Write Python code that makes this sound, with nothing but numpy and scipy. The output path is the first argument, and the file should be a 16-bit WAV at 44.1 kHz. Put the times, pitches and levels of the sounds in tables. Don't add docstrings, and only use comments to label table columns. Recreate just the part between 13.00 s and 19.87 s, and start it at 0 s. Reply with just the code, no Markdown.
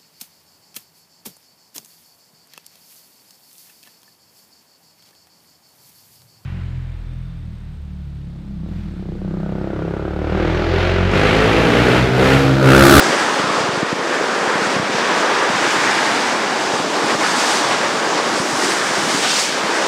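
import sys
import numpy as np
from scipy import signal
from scipy.fft import rfft, irfft
from scipy.io import wavfile

SR = 44100
rng = np.random.default_rng(int(sys.argv[2]) if len(sys.argv) > 2 else 0)


def to_wav(sig):
    pcm = np.clip(np.atleast_2d(sig), -1, 1) * 32767
    pcm = np.round(pcm).astype(np.int16)
    wavfile.write(sys.argv[1], SR, pcm.T)


N = 303170


def from_db(db):
    return 10 ** (np.asarray(db) / 20)


def rms_one(x):
    return x / np.sqrt(np.mean(x ** 2) + 1e-20)


def in_time(rows):
    s, *columns = np.transpose(rows)
    return [np.interp(np.arange(N) / SR, s, column) for column in columns]


def drift(rate_hz):
    step = 40
    pole = np.exp(-2 * np.pi * rate_hz * step / SR)
    white = rng.standard_normal(N // step + 2002)
    slow = signal.lfilter([1], [1, -2 * pole, pole * pole], white)[2000:]
    return np.interp(np.arange(N) / step, np.arange(len(slow)), rms_one(slow))


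def crystals(per_s, spread_db):
    size_db = spread_db * np.minimum(rng.exponential(1, N), 5)
    sizes = from_db(size_db) * rng.standard_normal(N)
    return rms_one(sizes * (rng.random(N) < per_s / SR))


RING_WIDTH_OCTAVES = 0.2


def rush(spectrum, surge, per_s, spread_db, surge_db, patchy_db,
         tilt_db=0, pivot_hz=1000, ring_hz=1000, ring_db=0):
    hz_points, db_points = np.transpose(spectrum)
    span_octaves = np.log2(hz_points[-1] / hz_points[0])
    edges_hz = hz_points[0] * 2 ** np.arange(0, span_octaves + .4, 1 / 3)
    clicks = [crystals(per_s, spread_db) for _ in range(2)]
    out = 0
    for k, (low_hz, high_hz) in enumerate(zip(edges_hz, edges_hz[1:])):
        band_pass = signal.butter(2, [low_hz, high_hz], "band", fs=SR, output="sos")
        band = signal.sosfilt(band_pass, clicks[k % 2])
        flicker_db = surge_db * surge + patchy_db * drift(7.6)
        tilt_octaves = np.clip(np.log2(low_hz / pivot_hz), -1, 1)
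        ring_octaves = np.log2(np.sqrt(low_hz * high_hz) / ring_hz)
        ring_gain_db = ring_db * np.exp(-.5 * (ring_octaves / RING_WIDTH_OCTAVES) ** 2)
        out = out + band * from_db(flicker_db + tilt_db * tilt_octaves + ring_gain_db)
    hz = np.maximum(np.arange(N // 2 + 1) * SR / N, 1)
    colour = from_db(np.interp(np.log(hz), np.log(hz_points), db_points))
    return rms_one(irfft(rfft(out) * colour, N))


# t/s, low ring f/Hz, low ring boost/dB,
# high ring f/Hz, high ring boost/dB
HULL_RINGS = [(0.0, 300, 4, 1180, 0.5), (0.6, 308, 4, 1100, 4), (0.95, 430, 8.5, 1250, -1),
              (1.5, 430, 1.5, 1300, 0.5), (2.1, 340, 1, 910, 0.5), (2.7, 356, 4.5, 870, 4.5),
              (3.3, 348, -1.5, 810, 5.5), (3.9, 273, 4, 890, 3.5), (4.6, 245, 5, 910, 3.5),
              (5.3, 238, -0.5, 1000, 3), (5.9, 420, 6, 850, 2), (6.4, 300, -4, 800, 4.5),
              (6.87, 400, 2, 800, 0)]


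def hull_rings():
    return in_time(HULL_RINGS)


# f/Hz, level/(dB per Hz)
DRONE_SPECTRUM = [(40, -72), (100, -13.5), (200, -1.5), (290, -2), (400, -3.5), (650, -9.5), (1100, -13)]


def drone(surge):
    ring_hz, ring_db, _, _ = hull_rings()
    return rush(DRONE_SPECTRUM, surge, 9000, spread_db=1.0, surge_db=0.0, patchy_db=1.0,
                ring_hz=ring_hz, ring_db=ring_db)


# f/Hz, level/(dB per Hz)
SCRAPE_SPECTRUM = [(300, -5), (550, -1), (680, -3), (850, -2.5), (1200, -2), (1650, -2), (2000, -5.5),
                   (2300, -8.5), (2700, -13.5), (3500, -17.5)]


def scrape(surge, tilt_db):
    _, _, ring_hz, ring_db = hull_rings()
    return rush(SCRAPE_SPECTRUM, surge, 15000, spread_db=1.5, surge_db=-0.09, patchy_db=0.8,
                tilt_db=tilt_db, ring_hz=ring_hz, ring_db=ring_db)


# f/Hz, level/(dB per Hz)
SPRAY_SPECTRUM = [(1200, -17), (2200, -3), (2800, -2.5), (3400, -1), (4100, -1.5), (4900, .7), (5700, -1),
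                  (6500, -2.5), (7800, -4.4), (9200, -9.3), (10700, -17.5), (13000, -27), (15600, -31)]


def spray(surge, tilt_db):
    return rush(SPRAY_SPECTRUM, surge, 30000, spread_db=1.2, surge_db=.5, patchy_db=.6,
                tilt_db=tilt_db, pivot_hz=4500)


# t/s, drone level/dB, scrape level/dB, spray level/dB,
# scrape tilt/(dB per octave), spray tilt/(dB per octave)
RIDE_LEVELS = [(0.0, -20.5, -15, -22, -2.5, -2), (0.2, -25.5, -17.5, -25.5, -0.5, -3),
               (0.65, -25, -19.5, -26.5, -3, -6.5), (0.8, -28, -19.5, -28.5, -1, -4.5),
               (0.94, -26, -19.5, -29, -1, -5), (1.13, -24, -19, -30, -1.5, -4),
               (1.5, -24.5, -17.5, -28, -1, -3.5), (2.03, -22.5, -18, -26.5, 0.5, -5),
               (2.18, -22, -16, -25.5, -1, -4), (2.45, -28, -17.5, -27, -0.5, -5),
               (2.72, -25.5, -17.5, -23.5, 3, -3), (3.08, -22.5, -17.5, -23.5, 2.5, -3.5),
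               (3.52, -24.5, -20, -28, 0.5, -3.5), (3.71, -25, -20, -26, -1, -3.5),
               (3.88, -25, -23, -27.5, -3, -4), (4.0, -23.5, -19, -26, -1, -2.5),
               (4.18, -23.5, -22, -26.5, -2.5, -3), (4.25, -21.5, -18, -22.5, 0.5, -2),
               (4.38, -24.5, -19, -22, 2.5, -1), (4.51, -27, -16.5, -20, -0.5, -0.5),
               (4.63, -26.5, -18, -22.5, -2, -2), (4.75, -24, -18, -24.5, -1, -4.5),
               (4.92, -26, -19.5, -26, -1.5, -3), (5.2, -21, -19, -25, -2.5, -4.5),
               (5.45, -21.5, -21.5, -25, 2, 0.5), (5.56, -23, -20.5, -24.5, -1, 0),
               (5.63, -22, -19, -23, 1.5, 1.5), (5.72, -24, -20, -21.5, 2.5, 0),
               (5.85, -29.5, -18, -24.5, 0, -1), (6.05, -22.5, -19.5, -23.5, 0.5, -1),
               (6.14, -23.5, -22, -22, -2, -0.5), (6.2, -20.5, -23.5, -21, 3, -1),
               (6.28, -26.5, -23.5, -20, 1, -2.5), (6.37, -23, -23.5, -18, 5, 0.5),
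               (6.43, -29, -24.5, -19.5, 1, -0.5), (6.5, -26, -23, -21, 1, -3),
               (6.62, -23.5, -19.5, -26.5, 0, -3.5), (6.87, -28, -18, -24.5, -3.5, -3)]
CRUNCH_SHARE_IN_SPRAY = .62


def sled():
    drone_db, scrape_db, spray_db, scrape_tilt_db, spray_tilt_db = in_time(RIDE_LEVELS)
    surge = drift(9.2)
    bite_db, bite_tilt_db = crunches()
    hull_drone = from_db(drone_db) * drone(surge)
    snow_scrape = from_db(scrape_db + bite_db) * scrape(surge, scrape_tilt_db + bite_tilt_db)
    edge_spray = from_db(spray_db + CRUNCH_SHARE_IN_SPRAY * bite_db) * spray(surge, spray_tilt_db)
    return hull_drone + snow_scrape + edge_spray


# t/s, offset/dB
GUST_STRENGTH = [(0, 11.5), (0.5, -5), (1.1, -2.5), (2.0, -1), (2.5, 4), (3.0, 2.5), (3.6, -1), (4.2, 1),
                 (4.7, 4), (5.3, 1), (5.8, 1), (6.3, -1), (6.6, -5), (6.87, -16)]


def gust_db():
    return in_time(GUST_STRENGTH)[0]


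# f/Hz, level/(dB per Hz)
WIND_SPECTRUM = [(20, 16), (50, -32), (100, -12), (180, -20.5)]
WIND_DB = -24.5


def wind():
    rumble = rush(WIND_SPECTRUM, drift(21), 4000, spread_db=3.5, surge_db=0.5, patchy_db=2.0)
    return from_db(WIND_DB + gust_db()) * rumble


# t/s, push level/dB before the limiter
RUT_JOLTS = [(0.398, -6), (0.44, -4), (0.472, -6), (0.504, -8), (0.575, -9), (0.606, -4), (0.638, -6),
             (0.69, -1), (0.734, -5), (0.775, -3.5), (0.83, 1), (0.928, 1), (0.992, -9), (1.475, -9),
             (1.555, -6), (1.62, -8), (1.67, -7), (1.765, -1), (1.798, .5), (1.83, -4), (1.899, -7),
             (1.948, -5), (2.5, -5), (2.554, -9), (3.737, -7), (3.799, -9), (4.04, -8), (4.151, -7),
             (5.4, -2.5), (5.533, -6), (5.912, -12), (5.982, -8), (6.034, -7), (6.147, -4), (6.64, -10)]
JOLT_WIDTH_SHARES = (.8, 1, 1.2)
JOLT_WIDTH_S = .00105
SMALL_JOLTS_PER_S, SMALL_JOLT_DB, SMALL_JOLT_SPREAD_DB = 45, -20.5, 1.8


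def jolts():
    small = rng.random(N) < SMALL_JOLTS_PER_S / SR
    small_db = SMALL_JOLT_DB + gust_db() + SMALL_JOLT_SPREAD_DB * rng.standard_normal(N)
    pushes = small * from_db(small_db)
    for s, db in RUT_JOLTS:
        pushes[round(s * SR)] = from_db(db)
    t = np.arange(-400, 401) / SR
    dealt = rng.integers(0, len(JOLT_WIDTH_SHARES), N)
    out = np.zeros(N)
    for k, share in enumerate(JOLT_WIDTH_SHARES):
        shape = np.exp(-.5 * (t / (share * JOLT_WIDTH_S)) ** 2)
        out += np.convolve(pushes * (dealt == k), shape, "same")
    return out


# t/s, swell level/dB, added scrape tilt/(dB per octave)
CRUST_BITES = [(0.13, 3, 1), (0.21, 2.5, 0.5), (0.255, -1, 0), (0.605, 2.5, -2), (1.145, 2, 1.5),
               (2.15, -0.5, -0.5), (2.24, 0.5, -1.5), (2.31, 1, 0.5), (2.44, 2.5, -1.5), (2.65, 3, -1),
               (3.33, 1, -2), (3.751, 1.5, -1), (3.95, 2, -1), (4.105, 5.5, 2.5), (4.15, 4, 0),
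               (4.215, 3.5, 0), (4.255, 0.5, 2.5), (4.32, 0, -3), (4.42, 2.5, 0.5), (4.66, 0.5, 2),
               (4.725, 2.5, 2), (4.855, 2, 1), (5.64, 1.5, 0.5), (5.71, 2, -1), (5.985, 1.5, -2),
               (6.105, 2, 1), (6.15, 3.5, 2), (6.245, 5, -2), (6.3, 2.5, -1), (6.39, 2, 1), (6.77, 1.5, 1)]
CRUNCH_WIDTH_S = .015


def crunches():
    t = np.arange(N) / SR
    out = np.zeros((2, N))
    for s, db, tilt_db in CRUST_BITES:
        swell = np.exp(-.5 * ((t - s) / CRUNCH_WIDTH_S) ** 2)
        out += np.outer([db, tilt_db], swell)
    return out


def scene():
    return np.tile(sled() + wind() + jolts(), (2, 1))


LIMIT_DB, LIMIT_SHARE = -2, .65
EXCESS_RELEASE_DB_PER_S, ATTACK_S = 28, .003
LOW_CUT_HZ, RUMBLE_CUT_HZ, TOP_CUT_HZ = 205, 125, 15644


def record(dry):
    over_db = np.maximum(20 * np.log10(np.abs(dry) + 1e-9) - LIMIT_DB, 0)
    ramp_db = EXCESS_RELEASE_DB_PER_S * np.arange(N) / SR
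    held_db = np.maximum.accumulate(over_db + ramp_db, axis=1) - ramp_db
    pole = np.exp(-1 / (ATTACK_S * SR))
    duck_db = signal.lfilter([1 - pole], [1, -pole], LIMIT_SHARE * held_db)
    out = dry * from_db(-duck_db)
    for cut_hz in (LOW_CUT_HZ, RUMBLE_CUT_HZ):
        out = signal.sosfilt(signal.butter(2, cut_hz, "high", fs=SR, output="sos"), out)
    return signal.sosfilt(signal.ellip(10, .5, 70, TOP_CUT_HZ, fs=SR, output="sos"), out)


dry = scene()
out = record(dry)
to_wav(out)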